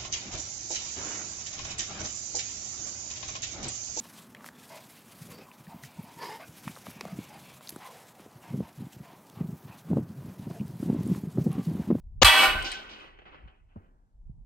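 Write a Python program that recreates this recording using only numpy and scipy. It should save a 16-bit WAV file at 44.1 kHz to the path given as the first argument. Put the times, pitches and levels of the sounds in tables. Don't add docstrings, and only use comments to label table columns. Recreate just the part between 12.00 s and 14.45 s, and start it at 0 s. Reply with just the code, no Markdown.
import sys
import numpy as np
from scipy import signal
from scipy.fft import rfft, irfft
from scipy.io import wavfile
from scipy.ndimage import uniform_filter1d

SR = 44100
rng = np.random.default_rng(int(sys.argv[2]) if len(sys.argv) > 2 else 0)


def boost(x):
    u = np.asarray(x, float) / 20
    return 10 ** u


def unload_wav(signal):
    wavfile.write(
        sys.argv[1],
        SR,
        np.round(np.clip(np.atleast_2d(signal).T, -1, 1) * 32767).astype(np.int16),
    )


N = 108045


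def rms_one(x):
    return x / np.sqrt(np.mean(x ** 2) + 1e-20)


def clock():
    return np.arange(N) / SR


def curve(rows):
    return np.interp(clock(), *np.transpose(rows))


def at_hz(points, hz):
    table_hz, table_db = np.transpose(points)
    return np.interp(np.log(hz), np.log(table_hz), table_db)


def drift(rate_hz):
    r = np.exp(-80 * np.pi * rate_hz / SR)
    noise = rng.standard_normal(N // 40 + 2002)
    slow = rms_one(signal.lfilter([1], [1, -2 * r, r * r], noise)[2000:])
    return np.interp(np.arange(N) / 40, np.arange(len(slow)), slow)


def dying(start_s, t60_s, rise_s):
    t = np.maximum(clock() - start_s, 0)
    return (1 - np.exp(-t / rise_s)) * boost(-60 * t / t60_s)


LINE_WIDTH_HZ = 10


def coloured(spectrum, alike, lines_db=0):
    mid, side, ripple = rng.standard_normal((3, N))
    alike = np.clip(alike, 0, 1)
    both = np.sqrt(1 + alike) * mid + np.sqrt(1 - alike) * side * [[1], [-1]]
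    hz = np.maximum(np.arange(N // 2 + 1) * SR / N, 1)
    size = int(LINE_WIDTH_HZ * N / SR)
    ripple = uniform_filter1d(ripple[:len(hz)], size=size)
    ripple = rms_one(uniform_filter1d(ripple, size=size))
    return rms_one(irfft(rfft(both) * boost(at_hz(spectrum, hz) + lines_db * ripple), N))


MODE_PITCHES = [275, 635, 784, 1034, 1442, 1531, 1949, 2276, 2558, 2628, 2913, 3010, 3295, 3612, 4340]
# level_db [relative], t60_s [fall against one another]
MODE_SHARES = [(-32, 9), (-22.5, 2.9), (-15, 2.1), (-17.5, 4), (-14.5, 4.7), (-12, 9), (-1, 0.53),
               (-6, 1.2), (-5.5, 0.57), (2, 0.73), (-7, 1.6), (0, 0.51), (4, 0.49), (-10.5, 0.57),
               (-26, 2.3)]
# start_s, level_db
RING_LEVEL = [(.25, -16.5), (.278, -16.5), (.316, -21.5), (.448, -20.5), (.544, -33), (.7, -50),
              (1.05, -68.5)]
# [relative, per Hz]
CLANG_SPECTRUM = [(250, -27), (800, -3), (1500, -2.5), (2600, -3.5), (3500, -11.5), (4300, -20),
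                  (5500, -50.5)]
# [relative, per Hz]
SHIMMER_SPECTRUM = [(3000, -28.5), (3900, 2), (7000, -13), (8500, -1.5), (9900, -10.5), (10700, -33),
                    (11800, -10), (14200, -10.5), (14800, -53)]
# start_s, level_db
SHIMMER_LEVEL = [(.25, -16), (.316, -27.5), (.448, -27.5), (.544, -47), (.9, -79)]
RING_START_S, RING_RISE_S, RING_CUT_DB_PER_S = .245, .002, 200
WOBBLE_DB, WOBBLE_HZ = 3.6, 14
TWIN_SHARE, TWIN_DB = .012, -5
CLANG_ALIKE, CLANG_FADE_DB_PER_S = .7, 12
LINE_DEPTH_DB, SHIMMER_ALIKE = 6.5, .26
PLATE_PAN_DB, PHASE_SPREAD_RAD = -.64, .58


def plate():
    t = np.maximum(clock() - RING_START_S, 0)
    modes, power = 0, 0
    chances = rng.standard_normal((len(MODE_SHARES), 3))
    for hz, (db, t60_s), (a, b, c) in zip(MODE_PITCHES, MODE_SHARES, chances):
        height = boost(db - 60 * t / t60_s)
        phase = 2 * np.pi * hz * t + 9 * a + PHASE_SPREAD_RAD * b * np.array([[.5], [-.5]])
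        twin = boost(TWIN_DB) * np.sin(phase * (1 + TWIN_SHARE * c) + a / b)
        modes = modes + height * boost(WOBBLE_DB * drift(WOBBLE_HZ)) * (np.sin(phase) + twin)
        power = power + height ** 2 / 2
    clang = boost(-CLANG_FADE_DB_PER_S * t) * coloured(CLANG_SPECTRUM, CLANG_ALIKE, LINE_DEPTH_DB)
    body = boost(curve(RING_LEVEL)) * (modes / np.sqrt(power) + clang)
    top = boost(curve(SHIMMER_LEVEL)) * coloured(SHIMMER_SPECTRUM, SHIMMER_ALIKE, LINE_DEPTH_DB)
    rise = np.minimum(t / RING_RISE_S, 1)
    cut = boost(-RING_CUT_DB_PER_S * np.maximum(clock() - RING_LEVEL[-1][0], 0))
    return rise * cut * (body + top) * boost([[PLATE_PAN_DB / 2], [-PLATE_PAN_DB / 2]])


# start_s, level_db
IMPACTS = [(0.231, -6)]
IMPACT_T60_S, SPLASH_DB, SPLASH_T60_S = .0065, -10.5, .033


def impact():
    noise = coloured([(300, -20.5), (1500, 9), (9000, -12.5), (16000, -22)], .98)
    snaps = sum(boost(db) * dying(start_s, IMPACT_T60_S, .000066) for start_s, db in IMPACTS)
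    splash = boost(SPLASH_DB) * dying(IMPACTS[0][0], SPLASH_T60_S, .00069)
    return (snaps + splash) * noise


# start_s, pitch_hz, level_db, t60_s
PUSHES = [(0.232, 93.4, -13.5, 0.12), (0.237, 48.54, -11.5, 0.16)]
PUSH_LEAD_RAD = .24


def push():
    t, out = clock(), 0
    lead = np.array([[PUSH_LEAD_RAD], [-PUSH_LEAD_RAD]])
    for start_s, hz, db, t60_s in PUSHES:
        wave = np.sin(2 * np.pi * hz * (t - start_s) + lead)
        out = out + boost(db) * dying(start_s, t60_s, .009) * wave
    return out


# start_s, level_db
FRAGMENTS = [(.6235, -35), (.716, -29)]
FRAGMENT_T60_S = .035


def fragments():
    ticks = sum(boost(db) * dying(start_s, FRAGMENT_T60_S, .0016) for start_s, db in FRAGMENTS)
    return ticks * coloured(SHIMMER_SPECTRUM[:6], SHIMMER_ALIKE)


# [relative, per Hz]
CRACK_SPECTRUM = [(200, -4), (1100, 4), (1800, -14), (2800, 0.5), (7400, -9.5), (8500, -53), (12000, -94)]
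CRACK_START_S, CRACK_RISE_S, CRACK_END_S, CRACK_FALL_S = .215, .006, .234, .00047
CRACK_DB, CRACK_PAN_DB = -8, 8
CRACK_RIGHT_CUT_HZ = 2200


def crack():
    t = clock()
    rise = np.clip((t - CRACK_START_S) / CRACK_RISE_S, 0, 1) ** 2
    fall = np.clip((CRACK_END_S - t) / CRACK_FALL_S, 0, 1)
    noise = coloured(CRACK_SPECTRUM, .9)
    shadowed = signal.lfilter(*signal.butter(1, CRACK_RIGHT_CUT_HZ, fs=SR), noise[1])
    noise[1] = boost(-CRACK_PAN_DB) * rms_one(shadowed)
    return boost(CRACK_DB) * rise * fall * noise


# start_s, level_db [before air loss and single echoes]
ROLL_LEVEL = [(.37, -40), (.42, -30), (.6, -36), (.708, -42), (.876, -48.5), (1.07, -49), (1.13, -57.5),
              (1.56, -66), (1.654, -76.5), (1.87, -70), (1.95, -88.5)]
# [relative, per Hz]
ROLL_SPECTRUM = [(120, -8), (300, -3), (1200, -5), (3100, -5), (3600, -16), (8000, -40), (12000, -89)]
# start_s, level_db [over the roll, at 2 kHz], t60_s [against the roll], tilt_db_per_octave
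ECHOES = [(0.643, -17, 0.7, 31.5), (0.715, -8.5, 0.29, 20), (0.891, -14, 0.53, 26),
          (1.188, 12, 0.053, -1.5), (1.218, 6, 0.056, -1.5), (1.253, 13, 0.41, 1), (1.318, 9.5, 0.9, -0.5),
          (1.344, 16, 0.057, 0), (1.475, 13, 0.13, 4.5), (1.685, 10, 0.75, 2)]
TILT_TOP_HZ = 4600
ROLL_PATCHY_DB, ROLL_PATCHY_HZ, ROLL_LINES_DB, ROLL_ALIKE = 2, 34, 4, .5
ECHO_RISE_SHARE = .01
AIR_DB_PER_S, AIR_ZERO_S = 16, .8


def roll():
    t, out = clock(), 0
    noise = [coloured(ROLL_SPECTRUM, ROLL_ALIKE, ROLL_LINES_DB) for _ in range(2)]
    edges = 140 * 2 ** (np.arange(20) / 3)
    shapes = [dying(start_s, t60_s, ECHO_RISE_SHARE * t60_s) for start_s, _, t60_s, _ in ECHOES]
    for k, (low, high) in enumerate(zip(edges, edges[1:])):
        hz = np.sqrt(low * high)
        band_pass = signal.butter(2, [low, high], "band", fs=SR, output="sos")
        band = signal.sosfilt(band_pass, noise[k % 2])
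        octaves = np.log2(min(hz, TILT_TOP_HZ) / 2000)
        echoes = sum(boost(db + tilt * octaves) * shape for shape, (_, db, _, tilt) in zip(shapes, ECHOES))
        loss_db = AIR_DB_PER_S * np.minimum((hz / 4000) ** .92, 5) * (t - AIR_ZERO_S)
        patchy_db = ROLL_PATCHY_DB * drift(ROLL_PATCHY_HZ)
        out = out + band * boost(patchy_db - loss_db) * (1 + echoes)
    fade = (t > ROLL_LEVEL[0][0]) * boost(-60 * np.maximum(t - ROLL_LEVEL[-1][0], 0))
    return boost(curve(ROLL_LEVEL)) * fade * out


# start_s, level_db, pitch_hz, t60_s, tick_db [over level_db]
THUMPS = [(1.758, -29.5, 210, 0.058, -11.5), (1.768, -29.5, 90, 0.073, -29),
          (2.296, -23, 126, 0.033, -49.5)]
THUMP_TICK_HZ, TICK_T60_S = 740, .061
RUMBLE_DB, RUMBLE_T60_S = -17, .98


def thumps():
    t, out = clock(), 0
    tick = coloured([(200, -3), (THUMP_TICK_HZ, 0), (1600, -20), (3000, -60)], .81)
    tail = coloured([(60, -4), (200, -5), (700, -16.5), (1600, -19), (3000, -53)], .84)
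    for start_s, db, hz, t60_s, tick_db in THUMPS:
        rumble = boost(RUMBLE_DB) * dying(start_s, RUMBLE_T60_S, .0055) * tail
        noise = dying(start_s, TICK_T60_S, .003) * tick + rumble
        cycles = dying(start_s, t60_s, .004) * np.sin(2 * np.pi * hz * (t - start_s))
        out = out + boost(db) * (cycles + boost(tick_db) * noise)
    return out


# start_s, level_db
GUST_LEVEL = [(0, -49), (.19, -39.5), (.35, -53), (.47, -41), (.6, -37), (.8, -63), (1.4, -58.5),
              (1.46, -41.5), (1.51, -58), (1.9, -64), (2.02, -62.5), (2.2, -54.5), (2.27, -43.5),
              (2.4, -42), (2.45, -55.5)]
# [relative, per Hz]
WIND_SPECTRUM = [(12, -23), (28, 1.5), (56, -6.5), (200, -29.5), (400, -46.5), (900, -45.5), (2000, -88)]
WIND_ALIKE, WIND_LUMPY_DB, WIND_LUMPY_HZ = .85, 2, 4.3
WIND_FOLLOWS_HZ, AIR_FLOOR_DB = 219, -54


def wind():
    noise = coloured(WIND_SPECTRUM, WIND_ALIKE)
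    low = signal.sosfiltfilt(signal.butter(2, WIND_FOLLOWS_HZ, fs=SR, output="sos"), noise)
    buffeting = boost(curve(GUST_LEVEL) + WIND_LUMPY_DB * drift(WIND_LUMPY_HZ)) * low
    breath = boost(AIR_FLOOR_DB + 2 * drift(2.4)) * (noise - low)
    return buffeting + breath


FAR_LAG_S = .00043


def scene():
    far = roll() + thumps()
    far[1] = np.interp(clock() - FAR_LAG_S, clock(), far[1])
    return plate() + impact() + push() + fragments() + crack() + far + wind()


def roll_off(x):
    return signal.sosfilt(signal.butter(12, 17130, fs=SR, output="sos"), x)


HISS_DB, CEILING = -92.5, 1.05


def record(dry):
    hiss = boost(HISS_DB) * coloured([(8000, .5), (16000, -16)], 0)
    x = (dry + hiss) / CEILING
    mix = CEILING * x / (1 + x ** 4) ** .25
    return roll_off(mix)


dry = scene()
out = record(dry)
unload_wav(out)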